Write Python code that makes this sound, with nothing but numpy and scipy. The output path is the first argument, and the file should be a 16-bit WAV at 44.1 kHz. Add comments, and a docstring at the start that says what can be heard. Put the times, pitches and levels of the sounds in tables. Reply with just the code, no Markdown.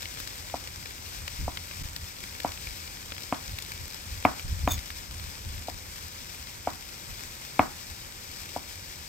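"""Slicing meat beside a sizzle

A knife slices meat on a wooden board: each knock sets the wood's resonances ringing, with echoes and a room tail.
Once the blade sweeps the slices aside, and its rubbing noise rings in the steel.
On the left something sizzles and spits: noise and short bursts, differing in colour and phase at two microphone ports.
Gusts rumble on the ports as low noise, over a soft floor of air noise. The whole level dips once, briefly."""
import sys
import numpy as np
from scipy import signal
from scipy.fft import rfft, irfft
from scipy.io import wavfile

SR = 44100
rng = np.random.default_rng(int(sys.argv[2]) if len(sys.argv) > 2 else 0)


def volts_from_decibels(level):
    """Turn decibel levels (scalar or array-like) into linear amplitude factors."""
    exponent = np.asarray(level, float) / 20
    return 10 ** exponent


def master_out(mix):
    """Clip the mix to full scale and print it as 16-bit PCM to the path in sys.argv[1]."""
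    frames = np.transpose(np.atleast_2d(mix))
    ceiling = np.clip(frames, -1, 1)
    pcm = np.round(ceiling * 32767).astype(np.int16)
    wavfile.write(sys.argv[1], SR, pcm)


N = 400428   # length in samples


def rms_one(x):
    """Scale to an rms of 1."""
    return x / np.sqrt(np.mean(x ** 2) + 1e-20)


def in_time(rows):
    """Draw straight lines between (seconds, value) points, giving a value for every sample."""
    seconds, value = np.transpose(rows)
    return np.interp(np.arange(N) / SR, seconds, value)


def coloured(x, spectrum):
    """Filter by (Hz, dB) points, joined on a logarithmic frequency axis."""
    hz = np.maximum(np.fft.rfftfreq(N, 1 / SR), 1)
    at, level_db = np.transpose(spectrum)
    gain = volts_from_decibels(np.interp(np.log(hz), np.log(at), level_db))
    return irfft(rfft(x) * gain, N)


def drift(rate_hz):
    """Slow random wandering: noise smoothed by two equal low-pass stages, scaled to a spread of 1."""
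    r = np.exp(-2 * np.pi * rate_hz / SR)
    noise = rng.standard_normal(N + SR)
    return rms_one(signal.lfilter([1], [1, -2 * r, r * r], noise)[SR:])   # first second lets the filter settle


def ring(x, hz, t60):
    """A resonance: a unit click starts a sine of height 1 that falls by 60 dB in t60 seconds."""
    r, w = volts_from_decibels(-60 / (t60 * SR)), 2 * np.pi * hz / SR
    return signal.lfilter([0, np.sin(w)], [1, -2 * r * np.cos(w), r * r], x + 1e-18)


def pair(likeness):
    """Two noises, one per port, that share part of themselves."""
    alike = np.clip(likeness, 0, 1)
    mid, side = rng.standard_normal((2, N))
    return np.sqrt(1 + alike) * mid + np.sqrt(1 - alike) * side * [[1], [-1]]


# Colour of the air noise. Each row: frequency in Hz, relative level in dB per Hz.
AIR_COLOUR = [(15, -34), (25, -30), (76, 0), (238, -9.5), (659, -20), (972, -15.5), (1200, -32),
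              (1560, -81), (2640, -120)]


def air():
    """Steady soft noise, mostly low and largely shared by both ports."""
    air_db = -51.5
    return volts_from_decibels(air_db) * rms_one(coloured(pair(0.78), AIR_COLOUR))


# Gusts on the ports. Each row: start of full strength in seconds, time held in seconds,
# level in dB before the random flutter.
GUSTS = [(1.2, .05, -44), (1.397, 0.079, -31.5), (1.798, 0.054, -33.5), (2.634, 0.086, -50),
         (3.486, .05, -35), (3.8, 0.076, -45), (4.054, .13, -45.5), (4.453, 0.33, -31), (5.1, 0.2, -45),
         (5.447, .17, -39), (5.717, 0.054, -51), (7.084, 0.039, -41), (7.89, 0.031, -42)]
# Colour of the wind. Each row: frequency in Hz, relative level in dB per Hz.
GUST_COLOUR = [(13, -38), (22, 1), (86, 3.5), (113, -6.5), (170, -14.5), (300, -28.5), (390, -54),
               (660, -120)]
# Light wind between the gusts. Each row: time in seconds, level in dB before the random flutter.
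BREEZE = [(0, -48), (1.6, -45.5), (3, -49), (5.7, -48), (6.2, -51), (9.08, -51)]
GUST_RISE_S, GUST_FALL_S = 0.016, 0.022


def wind():
    """Lumpy low turbulence, largely shared by both ports; each gust swells, holds and falls away."""
    t, level = np.arange(N) / SR, volts_from_decibels(in_time(BREEZE))
    for start, length, db in GUSTS:
        rise = (t - start) / GUST_RISE_S + 1
        fall = (start + length - t) / GUST_FALL_S + 1
        level = level + volts_from_decibels(db) * np.clip(np.minimum(rise, fall), 0, 1) ** 2
    flutter = volts_from_decibels(2.0 * drift(13.0))
    return level * flutter * rms_one(coloured(pair(0.86), GUST_COLOUR))


# The right port against the left for a source on the left. Each row: frequency in Hz, level in dB,
# phase turn in radians, likeness from 0 to 1.
FAR_PORT = [(305, -1, 6, 0.1), (685, -4, -4, 1), (1100, -2.5, -3, 0.59), (2040, -1.5, -5, 0.46),
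            (2290, 0.5, -6, 1), (2740, -6, -8, 0.89), (4000, -9, -8, 1), (5000, -17, -9, 0),
            (5850, -10, -7.5, 1), (5750, -31, -9, 0.1), (6570, -2.5, -8, 0.52), (8920, -3, -4, 0.4),
            (9100, 0, -np.pi, 1), (10900, 0, -np.pi, 1), (11580, 0.5, -3.7, 0), (12200, 0, 0, 1),
            (14700, 0, 0, 1), (15100, 2, 5, .4), (15900, -13, -12, .75)]


def from_left(direct, diffuse):
    """The right port hears the direct sound reshaped in level and phase, topped up by diffuse sound."""
    hz = np.fft.rfftfreq(N, 1 / SR)
    at, level_db, turn, alike = np.transpose(FAR_PORT)
    alike = np.clip(np.interp(hz, at, alike), 0, 1)
    shared = alike * np.exp(1j * np.interp(hz, at, turn)) * rfft(direct)
    mix = shared + np.sqrt(1 - alike ** 2) * rfft(diffuse)
    return np.array([direct, irfft(mix * volts_from_decibels(np.interp(hz, at, level_db)), N)])


def bursts(sizes, length_ms):
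    """Each click becomes a short dying burst of noise."""
    r = np.exp(-1000 / (length_ms * SR))
    fading = signal.lfilter([1], [1, -r], np.abs(sizes))
    return sizes + 0.83 * fading * rng.standard_normal(N)


# Level of hiss and crackle together at the left port. Each row: time in seconds, level in dB.
SIZZLE = [(0.0, -39), (3.92, -39.5), (6.47, -40), (9.08, -40)]
# Their colour at the left port. Each row: frequency in Hz, relative level in dB per Hz.
SIZZLE_COLOUR = [(300, -11), (600, -6.5), (1500, -4.5), (2500, -4), (4000, -3), (5300, 0.5), (6200, -3.5),
                 (7100, -8), (8400, -6), (10500, -11), (14300, -14), (15600, -15)]


def frying(dull, sharp):
    """A dense hiss, random crackle of uneven size, and the louder spits with a dull and a sharp part."""
    hiss = rng.standard_normal(N) * volts_from_decibels(1.27 * drift(13))
    born = rng.random(N) < 150 * volts_from_decibels(3.0 * drift(2)) / SR   # crackles come at a wandering rate
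    size_db = 4.1 * np.minimum(rng.exponential(1, N), 3.2)
    crackle = born * volts_from_decibels(size_db) * rng.choice([-1, 1], N)
    bed = hiss + 0.45 * rms_one(bursts(crackle, length_ms=0.89))
    bed = volts_from_decibels(in_time(SIZZLE)) * rms_one(coloured(bed, SIZZLE_COLOUR))
    body = coloured(bursts(dull, length_ms=2.74),
                    [(400, 4), (900, 6.5), (2000, 10), (3200, 11.5), (5000, 4), (9000, -40)])
    snap = coloured(bursts(sharp, length_ms=2.67), [(1500, -33), (4000, 10.5), (6500, 1.5), (12000, -5.5)])
    return bed + body + snap


# Louder spits of fat. Each row: time in seconds, size of the dull click in dB before colouring,
# sharp click against the dull one in dB before colouring.
SPITS = [(0.0213, -35.5, 5.5), (0.0557, -28, -9), (0.2013, -29, 4.5), (0.2741, -28.5, 4),
         (0.6737, -28.5, -2), (1.2785, -25, 1), (1.5724, -24.5, -7), (1.712, -30, -16), (1.963, -30, 6.5),
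         (2.2387, -31.5, 1), (2.4012, -26, 1), (2.671, -30, -6), (3.1205, -26.5, -17), (3.1807, -30.5, 0.0),
         (3.5866, -29, 5), (3.6227, -36.5, 12.5), (3.7187, -26.5, 1), (4.3954, -30, -2), (4.791, -34, 6),
         (4.9036, -29.5, -5.5)]
# Lesser spits come at random and turn rare around the fade time; their size is a middle value before colouring.
SMALL_SPITS_PER_S, SMALL_SPIT_DB, SPITS_FADE_S = 4.5, -34, 5.2


def sizzle():
    """Direct and diffuse frying share the same spits but have separate hiss and crackle."""
    t = np.arange(N) / SR
    rate = SMALL_SPITS_PER_S / (1 + np.exp((t - SPITS_FADE_S) / .4))
    dull = (rng.random(N) < rate / SR) * volts_from_decibels(SMALL_SPIT_DB + 2.3 * rng.standard_normal(N))
    sharp = dull * volts_from_decibels(-8 + 5.6 * rng.standard_normal(N))
    for start, dull_db, sharp_db in SPITS:
        i = round(start * SR)
        dull[i], sharp[i] = volts_from_decibels(dull_db), volts_from_decibels(dull_db + sharp_db)
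    return from_left(frying(dull, sharp), frying(dull, sharp))


# Colour of the room. Each row: frequency in Hz, gain in dB.
ROOM_COLOUR = [(150, -8), (280, 1), (420, -10.5), (700, -1.5), (1300, -2), (2200, -5.5), (4000, -20),
               (10000, -41)]
ROOM_T60_S, ROOM_ONSET_S = 0.27, 0.0042   # time to fall by 60 dB, first diffuse reflections


def room(x):
    """Dense dying reflections from table and walls, different at each port; the treble dies first."""
    t = np.arange(SR // 2) / SR
    clumps = volts_from_decibels(1.8 * drift(170)[:len(t)])   # reflections come in clumps
    noise = rng.standard_normal((2, len(t))) * clumps
    low = signal.sosfilt(signal.butter(2, 1400, fs=SR, output="sos"), noise)
    high = (noise - low) * volts_from_decibels(-60 * t / 0.17)   # extra loss on top of the common decay
    fade_in = np.clip((t - ROOM_ONSET_S) / 0.0053, 0, 1)
    tail = (low + high) * volts_from_decibels(-60 * t / ROOM_T60_S) * fade_in
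    tail = tail / np.sqrt(np.sum(tail ** 2, axis=1, keepdims=True))
    return coloured(signal.fftconvolve(x[None], tail, axes=1)[:, :N], ROOM_COLOUR)


# Blade dragged sideways over the wood. Each row: time in seconds, relative level in dB.
SWEEP = [(4.69, -34), (4.701, -50), (4.71, -31.5), (4.72, -23.5), (4.728, -35), (4.74, -34.5), (4.76, -46)]
# Blade resonances. Each row: frequency in Hz, width in Hz, relative level in dB.
BLADE = [(2370, 68, -11), (3570, 28, 2.5), (4630, 15, -13.5), (6580, 83, -1), (7830, 70, -10),
         (10400, 74, -35), (11170, 70, -13.5), (15300, 97, -11)]
GLIDE = .05   # share by which the lower rings sink as the sweep slows


def sweep():
    """Rough friction noise rings in the blade's resonances above a thin broad scratch."""
    rub = rng.standard_normal(N) * volts_from_decibels(2.1 * drift(160))
    t, start, end = np.arange(N) / SR, SWEEP[0][0], SWEEP[-1][0]
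    progress = np.clip((t - start) / (end - start), 0, 1)
    rings = 0
    for hz, width, db in BLADE:
        sink = GLIDE * (hz < 4000) * (.5 - progress)
        r = np.exp(-np.pi * 1.5 * width / SR)
        wobble = signal.lfilter([1], [1, -r], rub + 1j * rub[::-1])   # noise band round zero
        carrier = np.exp(2j * np.pi * hz * np.cumsum(1 + sink) / SR)   # moves the band up to the resonance
        rings = rings + volts_from_decibels(db) * np.sqrt(width) * rms_one(np.real(wobble * carrier))
    two_rubs = np.array([rub, .5 * rub + rub[::-1]])
    scratch = coloured(two_rubs, [(1500, -17), (5000, -40), (11000, 0), (15000, 13)])
    on = np.interp(t, [start - .01, start, end, end + .01], [0, 1, 1, 0])
    return on * volts_from_decibels(in_time(SWEEP)) * (rms_one(rings) * 0.88 + rms_one(scratch) * 0.98)


# Blade lands on the board. Each row: tip touch in seconds, peak in dB before echoes and port balance,
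# lag from tip touch to flat landing in ms, boost of the low thud in dB, boost of the crack in dB.
KNOCKS = [(0.5398, -17.5, 1.46, -4, -13), (1.478, -17.5, 1.46, -1.5, -6), (2.446, -12, 1.37, -1, -9),
          (3.3236, -11.5, 0.75, 0, -1), (4.2503, -2.0, 0.8, -2, 2), (4.6746, -9, 0.73, -4, 0.5),
          (5.6828, -22, 1.46, -2.5, 7), (6.672, -12.5, 1.42, -3.5, -10), (7.5927, -1.5, 0.79, -5.5, -0.5),
          (8.5612, -17.5, 1.4, -2.5, -17)]
# Ways the board rings. Each row: frequency in Hz, relative level in dB, time to fall by 60 dB in seconds.
BOARD = [(267, -5, 0.04), (490, 1.5, 0.0073), (715, 6, 0.019), (984, -0.5, 0.024), (1233, -5.5, 0.013),
         (1740, -15.5, 0.047), (1850, -7.5, 0.0049), (2260, -2.5, 0.0094), (2700, -10.5, 0.0072),
         (3180, -11.5, 0.014)]
# Weak landings are cushioned by meat and last longer.
FIRM_CONTACT_MS, FIRM_ABOVE_DB, CUSHION_MS_PER_DB = 0.21, -12.5, .055
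# Tip touch and rebound against the flat landing; the rebound comes this long after the tip.
TIP_SHARE, REBOUND_SHARE, REBOUND_S = 0.66, 0.35, 0.00297


def knocks():
    """Half-sine pushes of tip, flat blade and rebound ring the board; returns the rings and the bare blows."""
    rings, blows, t = np.zeros(N), np.zeros(N), np.arange(SR // 4) / SR
    chance_db = rng.standard_normal((len(KNOCKS), len(BOARD)))
    tick = np.diff(rng.standard_normal(len(t) + 1))
    no_bass = signal.butter(2, 170, "high", fs=SR, output="sos")
    for (start, peak_db, lag_ms, thud_db, crack_db), luck_db in zip(KNOCKS, chance_db):
        cushion_ms = CUSHION_MS_PER_DB * max(FIRM_ABOVE_DB - peak_db, 0)
        contact_ms = max(FIRM_CONTACT_MS + cushion_ms, .05)   # longer contacts sound duller
        push = lambda lag: np.sin(np.pi * np.clip((t - lag) / (contact_ms / 1000), 0, 1))
        force = TIP_SHARE * push(0) + push(lag_ms / 1000) - REBOUND_SHARE * push(REBOUND_S)
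        hit = 0
        for k, (hz, db, t60) in enumerate(BOARD):
            level_db = db + luck_db[k] + thud_db * (hz < 400) + crack_db * (hz > 1500)
            sign = (-1) ** max(k - 1, 0)   # upper neighbours swing in opposition
            hit = hit + sign * volts_from_decibels(level_db) * ring(force, hz, t60)
        hit = signal.sosfilt(no_bass, hit)   # a small board radiates no bass
        bite = tick * np.exp(-t / .002)   # steel edge bites the grain
        hit = hit + volts_from_decibels(crack_db - 32.0) * np.abs(hit).max() * bite
        i = round(start * SR)
        rings[i:i + len(t)] += (volts_from_decibels(peak_db) * hit / np.abs(hit).max())[:N - i]
        blows[i:i + len(t)] += (volts_from_decibels(peak_db) * push(0) / (contact_ms / 0.23))[:N - i]
    return rings, blows


def table(blows):
    """The table under the board shudders: the blows set one low resonance ringing."""
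    shudder = ring(blows, hz=87, t60=0.085)
    return volts_from_decibels(-38) * signal.sosfilt(signal.butter(2, 190, fs=SR, output="sos"), shudder)


# Nearby hard surfaces throw the knock back. Each row: delay in seconds, gain in dB.
ECHOES = [(.0112, -19), (.0152, -17.5), (.0332, -25)]


def thrown_back(rings):
    """Delayed, weaker copies of the middle band of the knocks."""
    middle = signal.sosfilt(signal.butter(2, [500, 1500], "band", fs=SR, output="sos"), rings)
    return sum(volts_from_decibels(db) * np.roll(middle, round(lag * SR)) for lag, db in ECHOES)


def scene():
    """Board in front, frying on the left, wind and air all round."""
    rings, blows = knocks()
    board = rings + thrown_back(rings) + sweep() + table(blows)
    balance = volts_from_decibels([[.5], [-.5]])   # dB at left and right port
    return board * balance + room(blows) + sizzle() + wind() + air()


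def low_pass(x):
    """Removes everything above the highest recorded frequency."""
    return signal.sosfilt(signal.butter(12, 16500, fs=SR, output="sos"), x)


DIP_S, DIP_WIDTH_S, DIP_DEPTH = 1.83, .004, .85   # depth is the share of the level lost at the middle
TOP_HZ, MIC_LOW_HZ = 15800, 33.8


def record(dry):
    """The level dips briefly, then steep and gentle filters cut off the top and the bottom."""
    dip = 1 - DIP_DEPTH * np.exp(-((np.arange(N) / SR - DIP_S) / DIP_WIDTH_S) ** 2)
    cut = signal.sosfilt(signal.ellip(10, .5, 60, TOP_HZ, fs=SR, output="sos"), dry * dip)
    cut = signal.sosfilt(signal.butter(2, MIC_LOW_HZ, "high", fs=SR, output="sos"), cut)
    return low_pass(cut)


dry = scene()
out = record(dry)
master_out(out)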